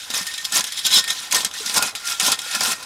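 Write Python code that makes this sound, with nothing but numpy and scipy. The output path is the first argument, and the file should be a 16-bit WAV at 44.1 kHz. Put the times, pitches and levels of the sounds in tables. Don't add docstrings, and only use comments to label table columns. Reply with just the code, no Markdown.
import sys
import numpy as np
from scipy import signal
from scipy.fft import rfft, irfft, next_fast_len
from scipy.io import wavfile
from scipy.ndimage import uniform_filter1d, map_coordinates

SR = 44100
rng = np.random.default_rng(int(sys.argv[2]) if len(sys.argv) > 2 else 0)


def how_loud(loudness_db):
    steps = np.asarray(loudness_db, float) / 20
    return 10 ** steps


def dump_mix(stems):
    frames = np.atleast_2d(stems).T
    limited = np.clip(frames, -1, 1)
    pcm = np.round(limited * 32767).astype(np.int16)
    wavfile.write(sys.argv[1], SR, pcm)


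N = 125685

# time in seconds, ring of the buried pan in dB, boom of the tire in dB.
BLADE_DEPTH = [(0, 0.5, -9), (.2, -1.5, 3), (.4, -8, -14), (.58, 2.5, 1.5), (.75, -12, -6),
               (1.0, -0.5, -1.5), (1.38, 1.5, 3.5), (1.65, 0, -1.5), (1.82, 12, 7), (2.06, 3, -7),
               (2.27, 9, 3.5), (2.5, 7.5, -2), (2.85, 9.5, 8)]


def unit(x):
    return x / np.sqrt(np.mean(x ** 2) + 1e-20)


def along(points, hz):
    f, v = np.transpose(points)
    return np.interp(np.log(hz + 1), np.log(f + 1), v)


def curves(rows):
    s, *cols = np.transpose(rows)
    return [np.interp(np.arange(N) / SR, s, c) for c in cols]


def wobble(rate):
    knots = rng.standard_normal(int(N * rate / SR) + 4)
    return map_coordinates(knots, [np.arange(N) * rate / SR])


def filtered(x, response):
    m = next_fast_len(N + SR // 2)
    return irfft(rfft(x, m) * response(np.fft.rfftfreq(m, 1 / SR)), m)[:N]


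def ringing(x, modes):
    def bank(f):
        total = 0
        for k, (center, width, db) in enumerate(modes):
            damping = 1j * f * width
            total = total + (-1) ** k * how_loud(db) * damping / (center * center - f * f + damping)
        return total

    return unit(filtered(x, bank)) * np.sqrt(np.mean(x ** 2))


def noise(spectrum, patchy_db):
    z = signal.stft(rng.standard_normal(N + 512), nperseg=256)[2]
    field = uniform_filter1d(rng.standard_normal(z.shape), 5, 0)
    field = uniform_filter1d(field, 4, 1)
    x = signal.istft(z * how_loud(patchy_db * unit(field)), nperseg=256)[1][:N]
    return unit(filtered(x, lambda hz: how_loud(along(spectrum, hz))))


def open_air():
    # frequency in Hz, level in dB.
    air_spectrum = [(25, 12), (65, 11), (200, 4), (500, -1.5), (1400, -28), (5000, -4), (11000, -4),
                    (16000, -27)]
    return how_loud(-52.5) * noise(air_spectrum, patchy_db=2.5)


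def force():
    # time in seconds, level in dB.
    trickle = [(0, -33.5), (.09, -37), (.25, -32.5), (.49, -33.5), (.7, -35), (.83, -34.5), (1.06, -37.5),
               (1.12, -28.5), (1.26, -31.5), (1.3, -40), (1.5, -46), (1.55, -31.5), (1.88, -24.5),
               (1.94, -48), (2.0, -36.5), (2.38, -41), (2.46, -28.5), (2.85, -38)]
    # peak in seconds, rise in seconds, fall in seconds, level in dB.
    pushes = [(.17, 0.037, 0.054, -21.5), (.572, .04, .03, -16), (0.674, 0.015, 0.012, -27),
              (0.794, 0.038, 0.013, -27.5), (0.863, 0.018, 0.014, -19), (.97, 0.064, 0.035, -14.5),
              (1.373, 0.05, 0.049, -20.5), (1.7, 0.097, .04, -30.5), (1.771, 0.017, 0.02, -16),
              (1.86, .03, 0.017, -32), (2.094, 0.042, 0.062, -21.5), (2.268, 0.053, 0.055, -17.5),
              (2.551, 0.039, 0.045, -24), (2.65, 0.049, 0.066, -19), (2.721, 0.027, 0.016, -21.5)]
    # start in seconds, peak in dB, time to fall 60 dB
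    # in seconds.
    slips = [(0.1016, -12, 0.1), (0.1384, -13, 0.14), (.2124, -18, 0.28), (0.2675, -11, 0.084),
             (.318, -29, 0.051), (0.338, -15, 0.058), (0.379, -17, 0.052), (0.444, -11, 0.063),
             (0.4496, -7.5, 0.065), (.5048, -34, .04), (0.5216, -8, 0.084), (0.6067, -5.5, 0.038),
             (0.64, -13, 0.1), (0.7209, -12, 0.058), (0.838, -21, .04), (0.85, -9.5, 0.072),
             (0.864, -4.5, 0.063), (0.9508, -20, 0.12), (1.0400, -12, 0.071), (1.077, -12, 0.12),
             (1.102, -10.5, 0.11), (1.31, -14.5, 0.094), (1.3232, -5.5, 0.071), (1.3449, -2.5, 0.13),
             (1.4044, -20, 0.26), (1.4464, -7, 0.1),
             (1.5113, -22.5, 0.029), (1.537, -17, 0.11), (1.659, -10, 0.068), (1.6963, -12.5, 0.064),
                  (1.7424, -7, 0.082), (1.7622, -5, 0.07), (1.8237, -5, 0.071), (1.951, -13.5, 0.12),
                  (2.053, -13.5, 0.043), (2.1975, -5.5, 0.094), (2.3182, -6, 0.12), (2.388, -14.5, 0.11),
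                  (2.417, -14.5, 0.055), (2.512, -13.5, 0.054), (2.5483, -8, 0.087), (2.607, -6.5, 0.083),
                  (2.632, -8, 0.091), (2.827, -18, 0.06)]
    slip_db, attack_s = -9.5, 0.00095
    crack_db, crack_t60_s = -1.5, 0.012

    t = np.arange(N) / SR
    power = how_loud(curves(trickle)[0]) ** 2
    for s, rise, fall, db in pushes:
        side = np.where(t < s, rise, fall)
        power = power + how_loud(db) ** 2 * np.exp(-((t - s) / side) ** 2 * 2)
    for s, db, t60 in slips:
        u = np.maximum(t - s, 0)
        dying = how_loud(-60 * u / abs(t60)) + how_loud(crack_db - 60 * u / crack_t60_s)
        power = power + (how_loud(db + slip_db) * dying * (1 - np.exp(-u / attack_s))) ** 2
    return np.sqrt(power) * how_loud(0.96 * wobble(60.04) + 1.0 * wobble(250))


def clicks(push):
    # frequency in Hz, level in dB.
    click_spectrum = [(300, -42), (900, -22), (1500, -11.5), (2400, -7.5), (5300, 2.5), (9500, -4),
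                      (14200, -13), (16000, -32)]
    clicks_per_s, life_s = 3500, .002
    brighten_db = 0.62
    spread_db, biggest = 3, 3.5

    n, t = int(clicks_per_s * N / SR), np.arange(360) / SR
    at, u, v, w = rng.random((n, 4)).T
    start = (at * N).astype(int)
    hz = 300 * (16000 / 300) ** (u ** .55)
    strength, octaves = push[start], np.log2(hz / 4000)
    tilt_db = brighten_db * (20 * np.log10(strength) + 22) * octaves
    life = life_s * 4 ** (w - .6) * how_loud(-2 * octaves)
    size_db = spread_db * np.minimum(-np.log(1 - v), biggest)
    size = strength * how_loud(along(click_spectrum, hz) + tilt_db + size_db) / np.sqrt(life)

    rings = size[:, None] * np.sin(2 * np.pi * hz[:, None] * t) * np.exp(-t / life[:, None])
    rings = rings * (1 - np.exp(-2 * t * hz[:, None]))
    rings = rings * np.cos(np.pi / 2 * t / t[-1])
    places = start[:, None] + np.arange(len(t))
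    x = np.bincount(places.ravel(), rings.ravel(), N + len(t))[:N]
    return how_loud(-4.5) * unit(x) * np.sqrt(np.mean(push ** 2))


def hiss(push):
    # frequency in Hz, level in dB.
    grit_spectrum = [(300, -56), (800, -27), (1500, -8), (3000, -5), (5160, -2), (9570, -6), (14700, -18),
                     (16300, -31)]
    sizzle_hz, sizzle_grows = 8500, 0.088
    x = noise(grit_spectrum, patchy_db=3)
    top = filtered(x, lambda hz: 1 / (1 + (sizzle_hz / (hz + 1)) ** 4))
    swinging_top = top * (push / how_loud(-27.5)) ** sizzle_grows
    return how_loud(-3.5) * push * (x - top + swinging_top)


def knocks(push):
    return push * rng.standard_normal(N) * how_loud(3.1 * wobble(120))


def blade(push):
    # frequency in Hz, width in Hz, level in dB.
    tip_modes = [(1835, 34, -0.5)]
    # frequency in Hz, width in Hz, level in dB.
    pan_modes = [(1330, 44, -4), (1423.4, 27, 2.5), (1680, 26, -5.5), (766, 77, -11), (2540, 120, -9)]
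    # frequency in Hz, width in Hz, level in dB.
    sheet_modes = [(3300, 99, 2), (3706, 70, 3.5), (4000, 45, 0.5), (4930, 35, -11), (5207, 55, 2),
                   (7230, 65, -5.5)]
    pan_db = curves(BLADE_DEPTH)[0]
    tip = how_loud(-24) * ringing(knocks(push), tip_modes)
    pan = how_loud(-19.5 + pan_db) * ringing(knocks(push), pan_modes)
    sheet = how_loud(-12 + 5.45 * wobble(8.22)) * ringing(knocks(push), sheet_modes)
    return tip + pan + sheet


def tire(push):
    # frequency in Hz, width in Hz, level in dB.
    tire_modes = [(203, 28, -8.5), (61, 6.2, -22), (322, 270, -14.5), (640, 267, -10), (1002, 210, -4.5)]
    heavy_grows = 0.28
    tire_db = curves(BLADE_DEPTH)[1]
    slow_push = uniform_filter1d(push, size=SR // 25)
    heavy = knocks(push) * slow_push ** (1 + heavy_grows) / push
    return how_loud(-19 + tire_db) * ringing(heavy, tire_modes) / np.mean(push) ** heavy_grows


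def thuds():
    # start in seconds, frequency in Hz, level in dB.
    rubber_knocks = [(.1, 217, -43.5), (.208, 190, -39.5), (.535, 198, -43), (.596, 212, -40),
                     (.85, 211, -46), (.917, 199, -50), (0.967, 211.4, -35), (1.364, 210, -49),
                     (1.392, 198, -42), (1.46, 204, -44), (1.664, 215, -43.5), (1.771, 215, -38),
                     (1.824, 193, -43), (1.857, 203, -39), (2.228, 203, -37), (2.285, 214, -38),
                     (2.564, 211, -39.5), (2.596, 221, -44), (2.634, 217, -43), (2.677, 227, -37),
                     (1.605, 428, -38), (2.462, 516, -43.5)]
    x = np.zeros(N)
    for s, hz, db in rubber_knocks:
        u = np.maximum(np.arange(N) / SR - s, 0) * hz
        x = x + how_loud(db + 8.5) * np.sin(2 * np.pi * u) * np.exp(-u * 3 / 10) * (1 - np.exp(-3 * u))
    return x


def chips():
    # start in seconds, peak in dB, frequency in Hz.
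    cracks = [(0.1025, -11, 6100), (0.1392, -9, 3730), (0.1469, -10, 3670), (0.1557, -10, 6300),
              (0.1676, -11, 5300), (0.3397, -17.5, 3700), (0.4513, -11, 5600), (0.5609, -5, 5440),
              (0.5687, 1.5, 7000), (0.5966, -6, 9000), (0.6405, -9.5, 9400), (0.8393, -15, 5500),
              (0.8502, -6, 5700), (0.8654, -10, 4700), (0.8758, -10, 5500), (0.9057, -11, 3300),
              (0.9307, -7, 4600), (0.9391, -1.5, 4800), (0.9499, -6, 5300), (0.9807, -1, 3740),
              (1.0415, -18, 4900), (1.103, -11.5, 6300), (1.3244, -6, 9200), (1.3464, -6, 5850),
              (1.3708, -12, 6100), (1.3844, -8, 3900), (1.4066, -12, 3100), (1.4485, -9.5, 8800),
              (1.4618, -13, 6400), (1.5134, -17, 3400), (1.6972, -9, 3840), (1.7107, -17, 5440),
              (1.7416, -6, 9100), (1.7524, -9, 5700), (1.777, -3, 6300), (1.7833, -2, 5200),
              (1.8001, -19, 5100), (1.8263, -5, 6500), (1.8314, -6, 5140), (1.9516, -11, 2730),
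              (2.1979, -8, 5200), (2.2035, -6, 2800), (2.2306, -6, 9400), (2.2509, -4.5, 5700),
              (2.2562, -8, 5300), (2.2778, -9, 5600), (2.2892, -7, 6200), (2.3191, -2, 7160),
              (2.3243, -8, 3840), (2.3917, -13.5, 3550), (2.6117, -5.5, 1750), (2.6502, -6, 3900),
              (2.6606, -11, 5300), (2.6675, -16, 3700), (2.7187, -9, 5060)]
    life_s, snap = 0.00084, 0.37
    x, t = np.zeros(N + SR), np.arange(SR // 100) / SR
    for s, db, hz in cracks:
        burst = uniform_filter1d(rng.standard_normal(len(t)), size=3)
        ring = np.sin(2 * np.pi * hz * t) + snap * burst
        x[round(s * SR):][:len(t)] += how_loud(db - 3.5) * ring * np.exp(-t / life_s)
    return x[:N]


def singing():
    # start in seconds, frequency in Hz, time held in seconds, level in dB.
    songs = [(.185, 1813, 0.016, -34.5), (.27, 1835, 0.019, -33), (2.5, 1398, .1, -46),
             (.378, 1835, 0.015, -36.5), (0.521, 1780, 0.03, -32), (.57, 1680, .05, -37),
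             (.67, 1703, 0.027, -43), (.74, 1443, .08, -54), (.863, 1530, 0.012, -32),
             (.92, 3285, 0.02, -27.5), (.96, 1480, 0.022, -32), (.99, 1835, 0.061, -37.5),
             (1.06, 1835, 0.054, -38), (1.325, 984, 0.067, -36), (1.35, 1834, 0.014, -27),
             (1.54, 1950, 0.038, -40), (1.632, 1420, 0.038, -35), (1.771, 1427, 0.055, -29),
             (1.808, 1417, .015, -36), (2.027, 1400, 0.035, -31), (2.109, 1380, 0.021, -34.5),
             (2.24, 1406, 0.041, -29), (2.325, 1837, 0.028, -38), (2.418, 1441, 0.094, -39.5),
             (2.54, 1720, 0.014, -29), (2.629, 1410, 0.017, -30), (2.711, 1863, 0.018, -31.5),
             (2.76, 1390, 0.056, -44.5)]
    t60_s, attack_s, waver = .17, .005, .005
    x, t = np.zeros(N + SR), np.arange(SR // 2) / SR
    wavering_clock = np.cumsum(1 + waver * wobble(80)) / SR
    for s, hz, held, db in songs:
        shape = how_loud(db + 2 - 60 * np.maximum(t - held, 0) / t60_s) * (1 - np.exp(-t / attack_s))
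        steady = hz > 1800 and hz < 1860
        clock = s + t if steady else np.interp(s + t, np.arange(N) / SR, wavering_clock)
        x[round(s * SR):][:len(t)] += shape * np.sin(2 * np.pi * hz * clock)
    return x[:N] * how_loud(1.9 * wobble(50))


def echoes(x):
    t60_s, dull_hz = 0.095, 5000
    t = np.arange(SR // 5) / SR
    scatter = rng.standard_normal(len(t)) * how_loud(-60 * t / t60_s)
    scatter = np.pad(scatter, (80, 0))
    tail = filtered(scatter, lambda hz: 1 / (1 + 1j * hz / dull_hz))[:len(t)]
    return how_loud(-13.5) * signal.fftconvolve(x, tail / np.linalg.norm(tail))[:N]


def scene():
    push = force()
    stones = clicks(push) + hiss(push) + chips()
    steel = blade(push) + singing()
    rubber = tire(push) + thuds()
    near = stones + steel + rubber
    return (near + echoes(near) + open_air())[None]


def roll_off(x):
    return signal.sosfilt(signal.butter(12, 16460, fs=SR, output="sos"), x)


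def record(dry):
    ceiling, low_cut_hz, top_hz = .66, 55, 15900
    x = dry[0] / (1 + np.abs(dry[0] / ceiling) ** 4) ** .25
    x = filtered(x, lambda hz: (1j * hz / (low_cut_hz + 1j * hz)) ** 2 * (hz < top_hz))
    return roll_off(x[None])


dry = scene()
out = record(dry)
dump_mix(out)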